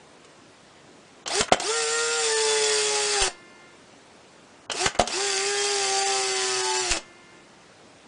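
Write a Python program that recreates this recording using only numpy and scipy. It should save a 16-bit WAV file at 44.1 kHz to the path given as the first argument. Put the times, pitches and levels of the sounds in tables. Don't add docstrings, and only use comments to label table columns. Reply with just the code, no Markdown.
import sys
import numpy as np
from scipy import signal
from scipy.io import wavfile
from scipy.ndimage import uniform_filter1d, minimum_filter1d

SR = 44100
rng = np.random.default_rng(int(sys.argv[2]) if len(sys.argv) > 2 else 0)


def gain_from_db(level_db):
    decades = np.asarray(level_db, float) / 20
    return 10 ** decades


def unload_audio(sound):
    columns = np.transpose(np.atleast_2d(sound))
    steps = np.round(np.clip(columns, -1, 1) * 32767)
    wavfile.write(sys.argv[1], SR, steps.astype(np.int16))


N = 356019

SWITCH_ON_S = [
    1.272,
    1.585,
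    4.719,
    5.065,
]
# (time [s], settled shaft speed [turns/s], gear rattle [dB])
RAISE_1 = [(1.316, 149, -28), (1.36, 151, -25), (1.39, 151, -24.5), (1.42, 155, -22)]
RAISE_2 = [(4.76, 135, -28.5), (4.82, 138, -28), (4.872, 137, -24)]
# (time [s], settled shaft speed [turns/s], gear rattle [dB])
WIND_1 = [(1.74, 160, -28), (1.8, 155.5, -28), (1.852, 150.8, -27.5), (1.961, 155.3, -29),
          (2.175, 155.7, -28.5), (2.305, 148.2, -26), (2.851, 141, -26), (3.145, 138, -26),
          (3.295, 122, -26)]
WIND_2 = [(5.234, 138.5, -28), (5.36, 127.8, -27.5), (5.494, 135.3, -28.5), (5.718, 135.5, -27),
          (5.888, 129.3, -27), (6.07, 131.5, -26.5), (6.33, 127.6, -27.5), (6.82, 124.2, -27.5),
          (6.99, 108, -31)]
# (time [s], length [s], shaft order [1], level
# [dB])
SURGES = [(1.395, .04, 3, 4.5), (1.37, .02, 6, 3), (1.7, .04, 9, 8), (2.26, .06, 9, -9),
          (2.975, .06, 6, 9.5), (3.2, .06, 6, 5), (3.228, .022, 0, 6), (4.85, .04, 3, 3), (4.835, .03, 6, 5),
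          (6.02, .19, 6, 9.5), (6.918, .018, 0, 7.5), (6.91, .06, 7, 10), (6.76, .07, 7, -3),
          (5.32, .12, 12, 5), (5.5, .3, 4, -6), (6.4, .12, 4, 5), (6.0, .1, 5, 6), (2.0, .25, 12, 3),
          (4.775, .02, 9, 4), (1.305, .025, 9, 7), (1.635, .015, 9, 3)]
# (frequency [Hz], width [Hz], level [dB])
FRAME = [(345, 44, -36.5), (378, 34, -33), (405, 26, -31.7), (436, 34, -26), (468, 30, -31.3),
         (700, 90, -36), (795, 90, -37.5), (878, 36, -36), (935, 50, -47), (1125, 30, -44), (1178, 36, -41),
         (1232, 56, -43), (1362, 34, -40), (1398, 36, -33)]
SHAFT_ORDERS = {1: -38, 2: -31, 4: -17, 5: -20, 7: -21.5, 8: -19, 10: -19.5, 11: -21.5, 12: -17, 13: -19,
                14: -20.5, 15: -20.5, 16: -20.5}
# (shaft order [1], blur [Hz], level [dB])
MESH = [(23.83, 27, -18.5), (35.87, 80, -19), (47.4, 240, -14.5)]
# (frequency [Hz], density [dB per Hz])
FAR = [(59, -62), (100, -37), (367, -29), (437, -13), (530, -13), (607, -18), (986, -17.5), (1400, -15.5),
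       (3280, -9.5), (7130, -7.5), (9170, -7), (10300, -25.5), (13400, -78), (22000, -120)]
NEAR = [(59, -64), (100, -30), (326, -36), (389, -10), (454, -22), (766, -15), (967, -25), (2060, -12.5),
        (4140, -10.5), (4650, -9.5), (7850, -7.5), (10300, -17.5), (13400, -76), (22000, -120)]
# (frequency [Hz], width [Hz], gain [dB])
SHELL = [(122.6, 9.2, 11.5), (497, 36, -10), (518, 16, 11.5), (517, 17, -6.5), (570, 40, 3), (770, 31, 7.5),
         (874.5, 13, 13.5), (1008, 30, 4.5), (1238, 85, 5.5), (1438, 140, 4), (1626, 21, 7.5),
         (1770, 26, 7), (1851.6, 28, 7), (1960, 22, 1.5), (2050, 130, 6), (2620, 240, 6.5), (3440, 118, 7),
         (4420, 89, 6.5), (4705, 190, 8.5), (5190, 230, 7), (5700, 58, 6), (6340, 140, -1.5),
         (7260, 216, 4.5), (7330, 75, 5)]
PARTS = {"button": (0, -20, -20, .06, .0028), "latch": (0, -17, -21, .052, .0021),
         "lever": (-5, 0, -14, .145, .0026), "pin": (-8, 0, -18, .045, .0022),
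         "body": (-22, -18, 0, .045, .002), "slap": (0, -18, 0, .066, .0024),
         "shutter": (-9, -15, 0, .06, .0023), "mirror up": (0, -5, -13, .05, .0048),
         "mirror home": (0, -25, -15, .09, .008)}
STRIKES = {"latch": [(.245, -38), (1.2755, -14.5), (1.5304, -14), (1.5975, -12.5), (3.2204, -11),
           (3.2345, -14), (4.7146, -12.5), (4.9886, -12.5), (5.063, -30), (5.0731, -13), (6.9116, -11)],
           "button": [(1.2592, -18), (4.6968, -14.5)], "lever": [(1.48, -27), (4.9467, -26.5)],
           "pin": [(1.5134, -25), (6.93, -25)], "body": [(1.3189, -25), (1.5444, -11), (3.2794, -17.5),
           (5.0193, -13)], "slap": [(1.4294, -20), (4.8748, -18), (5.0094, -14.5), (6.9694, -18)],
           "shutter": [(1.5219, 1.8), (4.9954, -1.5)], "mirror up": [(1.406, -8), (4.858, -7)],
           "mirror home": [(3.2134, -14), (6.9051, -19)]}
# (frequency [Hz], density [dB per Hz])
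CHATTER = [(880, -1.5), (1500, -8.5), (2300, -11.5), (2980, 2.5), (3580, -3.5), (7520, -3.5), (10300, -16),
           (13400, -68), (22000, -120)]
# (frequency [Hz], level [dB], t60 [s])
CLINK = [(1195, -5, 0.004), (1515, 2, 0.0085), (1740, -12, 0.0048), (2010, 1, 0.0071)]
# (frequency [Hz], level [dB], t60 [s])
KNOCK = [(230, -7.5, 0.28), (306, -3.5, 0.06), (430, -2, .045), (573, 6.5, 0.044), (659, 16.5, 0.021),
         (725, 7.5, 0.05), (940, -32, 0.046)]
# (time [s], peak [dB], length [s])
PUFFS = [
    (1.4075, -24.5, .0035),
    (1.519, -35, .008),
    (3.219, -23, .017),
    (4.862, -24, .0038),
    (4.9945, -22, .006),
    (6.91, -22, .016),
]
# (time [s], level [dB])
PLUCKS = [
    (3.22, 1.5),
    (6.92, -.6),
]
# (frequency [Hz], level [dB])
SPRING = [(349.9, -61), (1050, -63.5), (1400, -62.5), (1755, -61.5), (2105, -59.5), (2455, -69),
          (2805, -67), (3505, -77), (4560, -72), (5259, -77), (6315, -99)]
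# (frequency [Hz], density [dB per Hz])
HISS = [(12, -41), (20, -41), (80, -11), (153, -4.5), (303, -2), (597, -4.5), (796, -6.5), (907, -7.5),
        (2860, -14.5), (7730, -20.5), (10300, -27), (13400, -56), (22000, -120)]
# (time [s], length [s], level below 1 kHz [dB], level above 2 kHz [dB])
STARVED = [
    (1.243, .014, 0, -25),
    (1.498, .016, -25, -30),
    (4.664, .029, 0, -28),
    (4.976, .011, -6, -6),
]
# (time [s], depth kept under the local top [dB])
COARSE = [(1.75, 9), (1.862, 7), (2.35, 7), (2.435, 8), (3.19, 10), (3.228, 6), (5.36, 9), (5.53, 9),
          (5.69, 9), (6.0, 9), (6.05, 4), (6.215, 8), (6.26, 9), (6.34, 8), (6.63, 4.5), (6.685, 7),
          (6.728, 7), (6.79, 8)]

SPIN_UP_S, SILENT_S = .048, .009
RATTLE_DB_PER_OCTAVE = 6.5
LEAK_DB = -52
SHAKE_DB = 6.0
THIN_HZ, OPEN_HZ, ROLLED_OFF_HZ = 300, 20000, 4300
STRIKE_SAMPLES, PUFF_SAMPLES = 8000, 9000
JOLT_DB, JOLT_S, SAG_DB_PER_S = 13, .05, 3.0
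DAMPED_S, DAMP_DB_PER_S, HUM_S = .47, 110, .78
HISS_DB, ROOM_DB = -51.5, -9.5
COARSE_S, EDGE_HZ = .029, 10220


def motor(on, rows, colour):
    s, settled, load_db = np.transpose(rows)
    t = np.arange(on + SILENT_S, s[-1], 1 / SR)
    spun = 1 - np.exp(-(t - on) / SPIN_UP_S)
    speed = spun * np.interp(t, s, settled)
    rattle_db = np.interp(t, s, load_db) + RATTLE_DB_PER_OCTAVE * np.log2(spun)
    wobble = 1 + 0.001 * drift(len(t), per_s=6.54)
    angle = 2 * np.pi * np.cumsum(speed * wobble) / SR
    acceleration = uniform_filter1d(np.gradient(speed) * SR, size=900)
    strain = np.clip(abs(acceleration) / 1200, .03, .8)
    poles = pole_tones(t, speed, angle, strain)
    lines = shaft_orders(t, speed, angle) + tooth_mesh(t, speed, angle, strain)
    rattle = gain_from_db(-1.03 + surge_db(t, 0)) * gear_rattle(angle, colour)
    whir = gain_from_db(rattle_db) * (rattle + lines)
    fade = signal.windows.tukey(len(t), 0.042 / (s[-1] - t[0]))
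    return t[0], poles * fade, whir * fade


def pole_tones(t, speed, angle, strain):
    poles = np.zeros(len(t))
    for order, shake in ((3, .1), (6, 1), (9, 1)):
        db = frame_db(order * speed[::16]) + surge_db(t[::16], order)
        db = np.repeat(db, 16)[:len(t)]
        db += .6 * drift(len(t), per_s=6.0) + SHAKE_DB * shake * strain
        shaken = shake * strain
        grain = np.sqrt(1 - shaken) + np.sqrt(shaken) * fuzz(len(t), width_hz=64)
        body = 1 / (1 + ((order * speed - 800) / 90) ** 2)
        grain *= 1 - shaken * (1 - body)
        poles += np.sqrt(2) * gain_from_db(db) * (grain * np.exp(1j * order * (angle + 1))).real
    return poles


def shaft_orders(t, speed, angle):
    lines = np.zeros(len(t))
    for order in set(range(1, 64)) - {3, 6, 9}:
        level_db = SHAFT_ORDERS.get(order, -17 - 0.32 * order) - 2.0 + surge_db(t[::64], order)
        wander = gain_from_db(level_db + min(.3 * order, 1.8) * drift(len(t), per_s=3, size=64))
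        slip = 0.022 * order * drift(len(t), per_s=8.4) + 2 * np.pi * rng.random()
        body = np.repeat(wander * bumps(order * speed[::64]) ** 1.4, 64)[:len(t)]
        lines += body * np.cos(order * angle + slip)
    return lines


def tooth_mesh(t, speed, angle, strain):
    bands = np.zeros(len(t))
    for order, blur_hz, db in MESH:
        swell = gain_from_db(db + SHAKE_DB * strain + 1.2 * drift(len(t), per_s=5))
        swell *= np.repeat(bumps(order * speed[::64]), 64)[:len(t)]
        bands += np.sqrt(2) * swell * (fuzz(len(t), blur_hz) * np.exp(1j * order * angle)).real
    return bands


def gear_rattle(angle, colour):
    count = len(angle)
    beat = 3 * angle / (2 * np.pi) + .25 * fuzz(count, width_hz=150).real
    knocks = np.diff(np.floor(np.maximum.accumulate(beat)), prepend=0)
    kicks = knocks * gain_from_db(3.0 * rng.standard_normal(count))
    teeth = 1.2 + evened(signal.lfilter([1], [1, -np.exp(-1 / (.001 * SR))], kicks))
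    return evened(teeth * noise(count, lambda hz: shell(colour, hz), patchy_db=1.5))


def frame_db(hz):
    power = sum(gain_from_db(db) ** 2 / (1 + ((hz - f) * 2 / width) ** 2) ** 2 for f, width, db in FRAME)
    return 10 * np.log10(gain_from_db(LEAK_DB) ** 2 + power)


def surge_db(t, k):
    return sum(db * np.exp(-((t - s) / length) ** 2) for s, length, order, db in SURGES if round(order) == k)


def bumps(hz):
    return gain_from_db(sum(db / (1 + ((hz - f) * 2 / width) ** 2) for f, width, db in SHELL))


def shell(colour, hz):
    return gain_from_db(read(colour, hz)) * bumps(hz) ** .7


def hit(s, bright_db, clink_db, knock_db, t60, rise, top_hz):
    t = np.arange(STRIKE_SAMPLES) / SR
    chatter = gain_from_db(-60 * np.maximum(t - rise, 0) / t60) * np.minimum(t / max(rise, 1e-4), 1)

    def small_parts(hz):
        return gain_from_db(read(CHATTER, hz)) / (1 + (THIN_HZ / (hz + 1)) ** 2) / (1 + (hz / top_hz) ** 4)

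    bright = noise(len(t), small_parts, patchy_db=0) * chatter
    clink = ring(CLINK, rng.standard_normal(len(t)) * chatter)
    push = t / 0.00025
    blow = (push - 1) * np.exp(-push) + 0.053 * rng.standard_normal(len(t)) * chatter ** 2
    knock = ring(KNOCK, blow)
    return s, gain_from_db(bright_db - 10) * bright + gain_from_db(clink_db + 2.0) * clink + gain_from_db(knock_db - 3.0) * knock


def ring(modes, burst):
    t = np.arange(STRIKE_SAMPLES) / SR
    body = np.zeros(len(t))
    for hz, db, t60 in modes:
        body += gain_from_db(db - 60 * t / t60) * np.sin(2 * np.pi * hz * rng.uniform(0.97, 1.02) * t)
    rung = signal.fftconvolve(burst, body)[:len(t)]
    return rung / abs(rung).max()


def puff(s, peak_db, length):
    u = np.arange(PUFF_SAMPLES) / SR / length
    hump = np.sin(np.pi * np.minimum(u, 1) ** 0.53) ** 1.3
    back = np.maximum(u - .8, 0) / 1.3
    return s, gain_from_db(peak_db) * (hump - .9 * back * np.exp(-back) * np.cos(.6 * back))


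def spring(s, pluck_db):
    t = np.arange(0, HUM_S, 1 / SR)
    level_db = pluck_db + JOLT_DB * np.exp(-t / JOLT_S) - SAG_DB_PER_S * t
    level_db -= DAMP_DB_PER_S * np.maximum(t - DAMPED_S, 0)
    modes = np.zeros(len(t))
    for hz, db in SPRING:
        level = gain_from_db(db + 0.83 * drift(len(t), per_s=0.83))
        modes += level * np.sin(2 * np.pi * (hz * t + rng.random()))
    return s, np.sqrt(2) * gain_from_db(level_db) * modes * signal.windows.tukey(len(t), .1)


def room(x):
    out = np.zeros(N)
    turn = np.arange(N) / SR * 2 * np.pi * 3
    for k in range(3):
        hz, t, z = signal.stft(rng.standard_normal(SR // 2), SR, nperseg=256)
        t60 = read([(200, 0.12), (1000, 0.24), (8000, 0.16)], hz)
        tail = signal.istft(z * gain_from_db(-60 * t / t60[:, None]), SR, nperseg=256)[1]
        share = np.sqrt(2 / 3) * np.cos(turn + k * np.pi / 3)
        delayed = np.r_[np.zeros(150), tail / np.linalg.norm(tail)]
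        out += signal.oaconvolve(x * share, delayed)[:N]
    return out


def steady_hiss():
    return gain_from_db(HISS_DB) * noise(N, lambda hz: gain_from_db(read(HISS, hz)), patchy_db=1.3)


def noise(count, gain, patchy_db):
    hz = np.fft.rfftfreq(1024, 1 / SR)
    a, b, patches = rng.standard_normal((count // 256 + 5, 513, 3)).T
    patches = uniform_filter1d(patches, size=8, axis=0)
    patches = evened(uniform_filter1d(patches, size=10, axis=1))
    z = (a + 1j * b) * gain(hz)[:, None] * gain_from_db(patchy_db * patches)
    return evened(signal.istft(z, nperseg=1024, noverlap=768)[1][:count])


def fuzz(count, width_hz):
    r = np.exp(-np.pi * width_hz / SR)
    z = rng.standard_normal(count) + 1j * rng.standard_normal(count)
    z = signal.lfilter([1], [1, -2 * r, r * r], z)
    return z / np.sqrt(np.mean(abs(z) ** 2))


def drift(count, per_s, size=1):
    knots = rng.standard_normal(int(count / SR * 40) + 3)
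    knots = signal.lfilter([1], [1, -np.exp(-per_s / 40 * 2 * np.pi)], knots)
    return evened(np.interp(np.arange(0, count, size) / SR * 40, np.arange(len(knots)), knots))


def evened(x):
    return x / np.sqrt(np.mean(x ** 2) + 1e-20)


def read(points, hz):
    f, value = np.transpose(points)
    return np.interp(np.log(hz + 1), np.log(f + 1), value)


def add(mix, s, sound):
    part = mix[round(s * SR):][:len(sound)]
    part += sound[:len(part)]


def scene():
    camera, tones = np.zeros((2, N))
    loads = (RAISE_1, WIND_1, RAISE_2, WIND_2)
    for on, rows, colour in zip(SWITCH_ON_S, loads, (FAR, FAR, NEAR, NEAR)):
        s, poles, whir = motor(on, rows, colour)
        add(tones, s, poles)
        add(camera, s, whir)
    for part, (bright_db, clink_db, knock_db, t60, rise) in PARTS.items():
        top_hz = ROLLED_OFF_HZ if part == "button" else OPEN_HZ
        for s, db in STRIKES[part]:
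            add(camera, *hit(s, db + bright_db, db + clink_db, db + knock_db, t60, rise, top_hz))
    wet = tones + camera + gain_from_db(ROOM_DB) * room(camera)
    for row in PUFFS:
        add(wet, *puff(*row))
    for row in PLUCKS:
        add(wet, *spring(*row))
    return np.tile(wet + steady_hiss(), (2, 1))


def coarse(x):
    hz, t, z = signal.stft(x, SR, nperseg=1024, noverlap=896)
    level_db = 10 * np.log10(uniform_filter1d(abs(z) ** 2, size=5, axis=1) + 1e-20)
    under_db = -minimum_filter1d(-level_db, size=25, axis=0) - level_db
    kept_db = np.min([np.where(abs(t - s) < COARSE_S / 2, db, np.inf) for s, db in COARSE], axis=0)
    kept_db = kept_db * read([(700, 3), (2500, 1)], hz)[:, None]
    z = z * np.where(under_db > kept_db, gain_from_db(-30), 1)
    return signal.istft(z, SR, nperseg=1024, noverlap=896)[1][:N]


def starved(hz, t, z):
    for s, length, low_db, high_db in STARVED:
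        inside = np.clip((length / 2 - abs(t - s - length / 2)) / 0.0026 + .5, 0, 1)
        curve = [(800, low_db), (1000, low_db / 5), (1500, low_db / 5), (2100, high_db)]
        z = z * gain_from_db(read(curve, hz)[:, None] * inside)
    return z


def holes(hz, t, z):
    cell = (np.arange(len(hz))[:, None] // 4, np.arange(len(t)) // 6)
    power = uniform_filter1d(uniform_filter1d(abs(z) ** 2, size=4, axis=0), size=6, axis=1)
    nearby = uniform_filter1d((abs(z) ** 2).mean(axis=0), size=50)
    under_db = 10 * np.log10((nearby + 1e-20) / (power + 1e-20))
    chance = np.clip(.04 * (under_db - 9), .015, .6) * read([(2500, .05), (5500, 1)], hz)[:, None]
    return z * np.where(rng.random((len(hz), len(t)))[cell] < chance, gain_from_db(-35), 1)


def band_limit(x):
    return signal.sosfilt(signal.butter(12, 10760, fs=SR, output="sos"), x)


def record(dry):
    hz, t, z = signal.stft(coarse(dry[0]), SR, nperseg=256, noverlap=192)
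    z = holes(hz, t, starved(hz, t, z))
    x = signal.istft(z, SR, nperseg=256, noverlap=192)[1][:N]
    overloaded = np.tanh(x / 1.8) * 1.8
    band = signal.firwin(301, EDGE_HZ, window=("kaiser", 8), fs=SR)
    x = signal.oaconvolve(overloaded, band, "same")
    return band_limit(np.tile(x, (2, 1)))


dry = scene()
out = record(dry)
unload_audio(out)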